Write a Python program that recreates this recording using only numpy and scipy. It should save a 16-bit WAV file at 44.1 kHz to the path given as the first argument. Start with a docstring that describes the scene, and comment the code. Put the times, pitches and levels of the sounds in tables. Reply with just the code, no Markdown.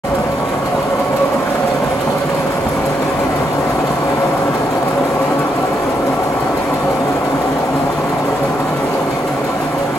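"""A concrete yard between barns: a tractor at steady part throttle spins an empty drum mower,
a step from a hand-held phone. The diesel knocks, the exhaust drones and loose steel clinks.
Unloaded gears clatter and whine, the sheet-steel hood booms and the belt guard sings.
The drive belt hisses, and its worn spot scuffs and ticks once a lap.
A light breeze buffets the microphones; the barn walls scatter the sound."""
import sys
import numpy as np
from scipy import signal
from scipy.fft import rfft, irfft
from scipy.io import wavfile
from scipy.ndimage import uniform_filter1d

SR = 44100
rng = np.random.default_rng(int(sys.argv[2]) if len(sys.argv) > 2 else 0)


def put_to_file(sound):
    """Save the sound as 16-bit audio at rate SR, in the file named by the first command-line argument."""
    columns = np.atleast_2d(sound).T  # one column per channel
    safe = np.clip(columns, -1, 1)
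    whole_steps = np.round(safe * 32767)
    wavfile.write(sys.argv[1], SR, whole_steps.astype(np.int16))


N = 440118
T = np.arange(N) / SR
HZ = np.maximum(np.arange(N // 2 + 1) * SR / N, 1)
BELT_LAP_S, BELT_FIRST_S = 0.169, 0.153
RISE_S = 0.003  # a tick or clink builds up over a few quick contacts


def amp(db):
    """Decibels to gain."""
    return 10 ** (np.asarray(db) / 20)


def unit(x):
    """Scale to rms 1."""
    return x / np.sqrt(np.mean(x ** 2))


def curves(table):
    """Each column of a timed table at every sample."""
    s, *columns = np.transpose(table)
    return [np.interp(T, s, c) for c in columns]


def across(points):
    """A (frequency, value) table at every frequency."""
    hz, value = np.transpose(points)
    return np.interp(np.log(HZ), np.log(hz), value)


def colour(x, spectrum):
    """Shape x with an EQ curve; rms 1."""
    return unit(irfft(rfft(x) * amp(across(spectrum)), N))


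def ring(x, modes):
    """Drive steep-skirted resonances with x; the slow level stays at rms 1."""
    response = sum(amp(db) / (1 + 1j * (HZ ** 2 - hz ** 2) / (2 * width * HZ)) ** 2
                   for hz, width, db in modes)
    y = irfft(rfft(x) * response, N)
    return y / np.sqrt(uniform_filter1d(y ** 2, size=7000))


def wander(hz):
    """Smooth random motion of rms 1, rolling off above hz."""
    return unit(irfft(rfft(rng.standard_normal(N)) / (1 + (HZ / hz) ** 4), N))


def surges(table):
    """Gain that swells and sinks again at each row."""
    return sum(amp(db) * np.exp(-np.minimum(((T - s) / length) ** 2, 20)) for s, length, db in table)


def lap_swell(delay_s, width_s):
    """A bump from 0 to 1 on each lap of the belt, delay_s after its tick."""
    offset = (T - BELT_FIRST_S - delay_s + BELT_LAP_S / 2) % BELT_LAP_S - BELT_LAP_S / 2
    return np.exp(-0.5 * (offset / width_s) ** 2)


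def pulses(times, sizes):
    """One-sample blows at the given times."""
    return np.bincount(np.clip(np.asarray(times) * SR, 0, N).astype(int), sizes, N + 1)[:N]


def smear(x, t60):
    """Every blow in x rings on in many dense modes; the tails wrap round to the start."""
    t = T[:int(t60 * SR) + 2]
    tail = rng.standard_normal(len(t)) * np.exp(-np.log(1000) * t / t60)
    return irfft(rfft(x) * rfft(tail / np.linalg.norm(tail), N), N)


def rattle(rate, spread_db):
    """Random small impacts of uneven force, rate a second."""
    hits = (rng.random(N) < rate / SR) * rng.choice([-1, 1], N)
    return unit(hits * amp(spread_db * rng.standard_normal(N)))


def sing(shaft_s, hz, slip):
    """A shaft-driven tone of rms 1 whose phase slips to and fro by slip radians rms."""
    return np.sqrt(2) * np.sin(2 * np.pi * hz * shaft_s + slip * wander(9.2))


def breeze(width, rise_s, fall_s):
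    """Low buffeting, partly shared by the two microphones; each gust rises quickly and dies away."""
    # gusts: (peak time [s], level [dB])
    gusts = [(0.1, -30), (0.8, -42), (1.88, -35), (2.64, -31.5), (3.2, -33), (5.96, -36), (6.6, -39),
             (7.78, -35)]
    # wind rumble: (frequency [Hz], level [dB])
    wind_eq = [(15, -20), (30, -25), (50, -2.5), (80, -1.5), (130, -4), (300, -14.5), (1000, -71)]
    lull = amp(-44.5)
    gusting = sum(amp(db) * np.exp(np.minimum((T - s) / rise_s, (s - T) / fall_s)) for s, db in gusts)
    shared = colour(rng.standard_normal(N), wind_eq)
    apart = np.array([colour(rng.standard_normal(N), wind_eq) for _ in range(2)])
    return (lull + gusting) * (shared + width * apart)


def yard(x, wall_t60):
    """Direct sound at two microphones, plus wall scatter that shifts as the phone moves."""
    # sound arriving off the walls: (frequency [Hz], share of power [0-1])
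    wall_share = [(60, 0.13), (250, 0), (600, 0.11), (1100, 0.18), (2000, 0.71), (3500, 0.71), (6000, 0.8),
                  (7000, 0)]
    # the rasp's band leans left: (frequency [Hz], left minus right [dB])
    lean = [(900, 0), (2400, 3), (8000, 0.7)]
    # lows and mids reach the left microphone first, treble the right
    left_lead_s, right_lead_s, split_hz = 0.0001, 0.000236, 2037
    cycles = right_lead_s * np.maximum(HZ - split_hz, 0) - left_lead_s * np.minimum(HZ, split_hz)
    share = np.clip(across(wall_share), 0, 1)
    direct = np.sqrt(1 - share) * rfft(x)
    sway, channels = wander(5.5), []
    for shift, side in ((1, 0.5), (np.exp(2j * np.pi * cycles), -0.5)):
        paths = np.array([np.roll(sway, k) for k in rng.integers(0, N, size=5)])
        scatter = sum(weight * smear(x, wall_t60) for weight in paths / np.linalg.norm(paths, axis=0))
        spectrum = direct * shift + np.sqrt(share) * rfft(scatter)
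        channels.append(irfft(spectrum * amp(side * across(lean)), N))
    return np.array(channels)


def clinks(t60, faint_count, faint_db):
    """Loose steel parts knock together; every clink rings its own cluster of modes."""
    # featured clinks: (time [s], level [dB])
    accents = [(0.658, -35), (1.7, -32), (2.1, -30), (2.21, -34), (3.868, -36), (7.416, -40), (8.934, -33)]
    faint = [(u * T[-1], faint_db) for u in rng.random(faint_count)]
    t = T[:SR // 10]
    envelope = np.minimum(t / RISE_S, 1) * np.exp(-np.log(1000) * t / t60)
    out = np.zeros((2, N + len(t)))
    for s, db in accents + faint:
        hz = rng.uniform(2520, 4700, size=(9, 1))
        phase = 2 * np.pi * rng.random((2, 9, 1))
        modes = unit(np.sin(2 * np.pi * hz * t + phase).sum(axis=1))
        start = int(s * SR)
        out[:, start:start + len(t)] += amp(db) * modes * envelope
    return out[:, :N]


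def pulley():
    """The belt pulley rings as the phone comes back to it."""
    # swell of the ring: (time [s], half length [s], peak [dB])
    swell = [(9.1, .75, -45)]
    # pulley resonances: (frequency [Hz], width [Hz], level [dB])
    modes = [(2180, 70, 2), (4380, 40, -2), (6410, 55, -7)]
    return surges(swell) * ring(rng.standard_normal(N), modes)


def exhaust(shaft_s):
    """The exhaust drones: two beating engine tones inside a rough pipe resonance."""
    # drone along the phone's walk: (time [s], level [dB])
    fader = [(1.1, -33.5), (1.35, -37.5), (1.8, -31.5), (3.3, -31.5), (3.9, -29), (4.9, -32), (6.6, -33.5),
             (8.1, -29.5), (10, -33)]
    # pipe resonance: (frequency [Hz], width [Hz], level [dB])
    modes = [(145.3, 14.7, 0)]
    beat = unit(sum(sing(shaft_s, hz, slip=0.55) for hz in (141.1, 150)))
    pipe = ring(rattle(rate=400, spread_db=3.5), modes)
    return amp(curves(fader)[0]) * (pipe + amp(-3) * beat)


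def diesel(shaft_s, cycle_hz, spread_db, jitter_s, ring_t60):
    """The cylinders fire in turn, each with its own force and knock; no two firings are quite alike."""
    # each cylinder in firing order: (force [dB])
    cylinders = [0.75, -1.5, 0.00046, 0.16]
    # diesel knock: (frequency [Hz], level [dB])
    knock_eq = [(30, -30), (80, -14), (140, -4.5), (220, 5), (330, -8), (500, 2), (900, -1), (1400, -10),
                (2000, -23.5), (8000, -46)]
    count = len(cylinders)
    firing_hz = cycle_hz * count
    firings = np.interp(np.arange(shaft_s[-1] * firing_hz) / firing_hz, shaft_s, T)
    late, force = rng.standard_normal((len(firings), 2)).T
    times, sizes = firings + jitter_s * late, amp(spread_db * force)
    knocks = sum(amp(db) * smear(pulses(times[k::count], sizes[k::count]), ring_t60)
                 for k, db in enumerate(cylinders))
    return colour(knocks, knock_eq)


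def belt_rub(level_db):
    """The belt hisses over chattering pulleys; a worn spot scuffs each lap, then brushes the far one."""
    # running hiss: (frequency [Hz], level [dB])
    hiss_eq = [(2000, -43), (5000, -3), (7200, 0.5), (8400, 2.5), (10500, 6), (12500, -4), (15500, -18)]
    # scuff and pulley chatter: (frequency [Hz], level [dB])
    scuff_eq = [(1500, -26), (4000, 9.5), (6000, 2.5), (8000, -10), (11300, 1.5), (13000, 0), (16000, -14)]
    hiss = colour(rattle(rate=13000, spread_db=-1.5), hiss_eq) * amp(1.3 * wander(20))
    hiss *= 1 + 0.45 * lap_swell(delay_s=0.063, width_s=0.032)
    scuff = colour(rattle(rate=5000, spread_db=3.5), scuff_eq) * amp(1.6 * wander(2.4))
    scuff *= lap_swell(delay_s=0, width_s=0.0047)
    chatter = colour(smear(rattle(rate=290, spread_db=4), t60=0.01), scuff_eq)
    return amp(level_db) * (amp(-8.5) * hiss + amp(3.5) * scuff + amp(-9.5) * chatter)


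def belt_ticks(level_db, t60):
    """The belt's worn spot ticks once a lap, and on some laps snaps harder."""
    # extra snaps: (time [s], level [dB])
    snaps = [(0.1502, -42), (0.6576, -38), (1.1659, -32.5), (1.6748, -38), (2.014, -38), (2.1816, -32.5),
             (2.6884, -31.5), (2.859, -27), (4.884, -36), (5.3924, -35)]
    # bright tick: (frequency [Hz], level [dB])
    tick_eq = [(2000, -22), (4500, -8), (8000, 2), (11300, 5), (16000, -22)]
    laps = np.arange(BELT_FIRST_S, T[-1], BELT_LAP_S)
    late, force = rng.standard_normal((len(laps), 2)).T
    snap_s, snap_db = np.transpose(snaps)
    hits = pulses(laps + 0.0017 * late, amp(level_db + 2 * force)) + pulses(snap_s, amp(snap_db))
    t = T[:SR // 20]
    envelope = np.minimum(t / RISE_S, 1) * np.exp(-np.log(1000) * t / t60)
    return signal.oaconvolve(hits, envelope)[:N] * colour(rng.standard_normal(N), tick_eq)


def whine(shaft_s, gain_db, waver_db, slip):
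    """Shaft and gear tones follow the engine speed, wavering with the load."""
    # tones of engine, drums and gears: (frequency [Hz], level [dB])
    partials = [(55.9, -47.5), (272.5, -39.5), (283.5, -43), (343.9, -41), (399, -40.5), (426.5, -39.5),
                (554.5, -34), (648.5, -44), (732.8, -36), (902.5, -44), (1060, -41.5)]
    # the gears whine up under a passing load: (time [s], half length [s], peak [dB])
    loads = [(0.73, 0.04, -21), (1.68, 0.082, -22.5), (4.25, 0.053, -23), (6.37, 0.025, -19),
             (7.11, 0.038, -19)]
    sway, drift = wander(6.2), wander(7.0)
    tones = np.zeros(N)
    for (hz, db), shift in zip(partials, rng.integers(0, N, len(partials))):
        phase = 2 * np.pi * hz * shaft_s + slip * np.roll(drift, shift)
        tones += amp(db + waver_db * np.roll(sway, shift)) * np.sqrt(2) * np.sin(phase)
    return amp(gain_db) * tones + surges(loads) * sing(shaft_s, hz=725, slip=1.74)


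def gearbox(clatter_db, frame_db, rasp_db):
    """Unloaded gears rattle in their backlash: low clatter, a ringing frame, a rasp that rings steel."""
    # gear clatter and rasp: (frequency [Hz], level [dB])
    clatter_eq = [(40, -45), (110, -5), (200, 2), (430, 6), (620, -2), (800, -1), (1100, -4), (1450, -10),
                  (1850, -15), (4000, -37)]
    rasp_eq = [(700, -4.5), (1500, 4), (1850, 0), (2250, 0), (2900, -7.5), (3800, -11), (4500, -12),
               (5600, -16.5), (9000, -17.5), (16000, -26)]
    # resonances of the frame and of bright steel: (frequency [Hz], width [Hz], level [dB])
    frame_modes = [(500, 12.5, -5.5), (646, 16, -8), (696, 25, 2), (752.6, 34, 0.5), (833, 33, -3.5),
                   (1021, 62, -7), (1117, 17, -4.5), (1336, 26, -8.5)]
    steel_modes = [(2200, 200, -4.5), (3020, 280, -8.5), (3540, 43, -5.5), (4374, 55, -8), (7560, 53, -16),
                   (8290, 120, -12.5)]
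    clatter = colour(rattle(rate=1500, spread_db=2) * amp(0.85 * wander(52)), clatter_eq)
    frame = ring(rattle(rate=900, spread_db=4), frame_modes)
    rasp = colour(rattle(rate=9000, spread_db=3), rasp_eq)
    rasp += amp(-10.5) * ring(rattle(rate=1600, spread_db=1), steel_modes)
    rasp *= amp(1.82 * wander(44))
    rasp *= 1 + 0.3 * lap_swell(delay_s=0.0072, width_s=0.015)  # each tug of the belt jolts the gears
    return amp(clatter_db) * clatter + amp(frame_db) * frame + amp(rasp_db) * rasp


def hood(shaft_s, level_db, throb_db):
    """The sheet-steel hood booms under the rattle."""
    # hood resonance: (frequency [Hz], width [Hz], level [dB])
    modes = [(278.2, 22.2, 0)]
    # the boom wells up: (time [s], half length [s], peak [dB])
    booms = [(2.5, .04, -25), (3.26, 0.041, -23), (4.05, 0.055, -25), (5.08, 0.039, -21),
             (6.06, 0.037, -21.5), (7.13, 0.032, -21), (7.35, 0.03, -18), (7.5, 0.051, -21),
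             (7.78, 0.08, -21.5)]
    body = amp(level_db + throb_db * wander(3.2)) * ring(rattle(rate=600, spread_db=4), modes)
    return body + surges(booms) * sing(shaft_s, hz=272.6, slip=0.75)


def belt_guard(shaft_s, mesh_hz, throb_db):
    """The guard sings with the gear mesh, close to its own pitch, and growls when it shakes loose."""
    # the song between surges: (time [s], level [dB])
    fader = [(0, -23.5), (0.5, -24.5), (1.0, -17), (1.5, -21), (2.3, -20), (3.8, -21.5), (5.2, -21),
             (7.3, -22.5), (10, -27)]
    # surges of the mesh tone, the growl and the octave ring: (time [s], half length [s], peak [dB])
    mesh_surges = [(0.14, 0.038, -17.5), (0.32, .04, -30), (1.22, 0.024, -14.5), (1.35, 0.024, -25),
                   (1.48, 0.026, -29), (2.08, 0.027, -24), (2.39, 0.032, -22), (2.89, 0.099, -25),
                   (4.12, 0.046, -29), (4.25, 0.052, -20), (4.49, 0.03, -23), (4.97, .04, -22),
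                   (5.37, 0.041, -29), (5.2, 0.052, -20), (6.01, 0.043, -22.5), (6.88, 0.036, -21),
                   (8.46, 0.02, -24), (8.97, 0.022, -22), (9.81, 0.041, -21)]
    growl_surges = [(1.35, 0.9, -23.5)]
    octave_surges = [(0.5, 0.24, -30.5), (1.1, 0.32, -28.5)]
    # resonances of the song and the broader growl: (frequency [Hz], width [Hz], level [dB])
    song_modes = [(539, 22, 5), (558, 25, 1.5), (583, 47, -21), (1133, 40, -3)]
    growl_modes = [(563, 46, 0)]
    level_db = curves(fader)[0]
    mesh = (amp(level_db - 10) + surges(mesh_surges)) * sing(shaft_s, mesh_hz, slip=1.45)
    growl = surges(growl_surges) * ring(rattle(rate=1000, spread_db=1), growl_modes)
    song = amp(level_db - 6.5 + throb_db * wander(7.5)) * ring(rattle(rate=600, spread_db=3), song_modes)
    octave = surges(octave_surges) * sing(shaft_s, hz=1117, slip=1.36)
    return song + mesh + growl + octave


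def scene():
    """Tractor and mower run at a slightly wandering speed; the phone's walk shifts the mix."""
    # the walk: (time [s], place [0 hitch to 1 drums], engine distance [m], belt distance [m])
    path = [(0, 0.16, 2.15, 1.2), (0.7, 0.28, 3.36, 1.02), (2.4, .2, 2.07, 0.85), (3.3, 0.74, 3.2, 0.92),
            (4.1, 0.89, 3.2, 0.94), (5.8, 0.89, 9.4, 1.06), (7.6, 0.84, 4.7, 1.07), (9.2, 0.69, 8, 1.03),
            (10, 0.65, 6.1, 1.07)]
    # the machine pans as the phone turns: (time [s], left minus right [dB])
    facing = [(0.06, -2.0), (0.56, -1.0), (1.27, -2.5), (1.96, -2.5), (3.46, 0.0), (8.43, 0.0),
              (9.98, -1.5)]
    place, engine_m, belt_m = curves(path)
    belt_gain_db = -20 * np.log10(belt_m)
    # the drum end radiates these parts, so they grow towards it
    clatter_db, frame_db, hood_db = -28 + 7 * place, -30.5 + 10 * place, -33 + 6.5 * place
    whine_db = 0.5 * (clatter_db - clatter_db.mean())  # partly radiated by the same frame
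    shaft_s = np.cumsum(1 + 0.001146 * wander(0.6)) / SR  # running time of the shafts
    knock = diesel(shaft_s, cycle_hz=13.755, spread_db=4, jitter_s=0.00021, ring_t60=0.21)
    mower = hood(shaft_s, hood_db, throb_db=0.55) + belt_guard(shaft_s, mesh_hz=548.6, throb_db=0.55)
    mower += gearbox(clatter_db, frame_db, rasp_db=-31 + belt_gain_db) + pulley()
    mower += belt_rub(level_db=-36 + belt_gain_db) + belt_ticks(level_db=-38, t60=0.065)
    mower += whine(shaft_s, whine_db, waver_db=4, slip=0.91)
    tractor = amp(-14) / engine_m * knock + exhaust(shaft_s)
    machine = yard(tractor + mower, wall_t60=0.68) + clinks(t60=0.18, faint_count=70, faint_db=-38.5)
    pan = amp(curves(facing)[0] * np.array([[0.5], [-0.5]]))
    return machine * pan + breeze(width=0.51, rise_s=0.064, fall_s=0.35)


def record(dry):
    """The phone opens its input after a moment and cuts the top."""
    start_s, fade_s, top_hz = 0.035, 0.014, 15850
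    opened = np.clip((T - start_s) / fade_s, 0, 1)
    return signal.sosfilt(signal.ellip(10, 0.2, 90, top_hz, fs=SR, output="sos"), dry * opened)


dry = scene()
out = record(dry)
put_to_file(out)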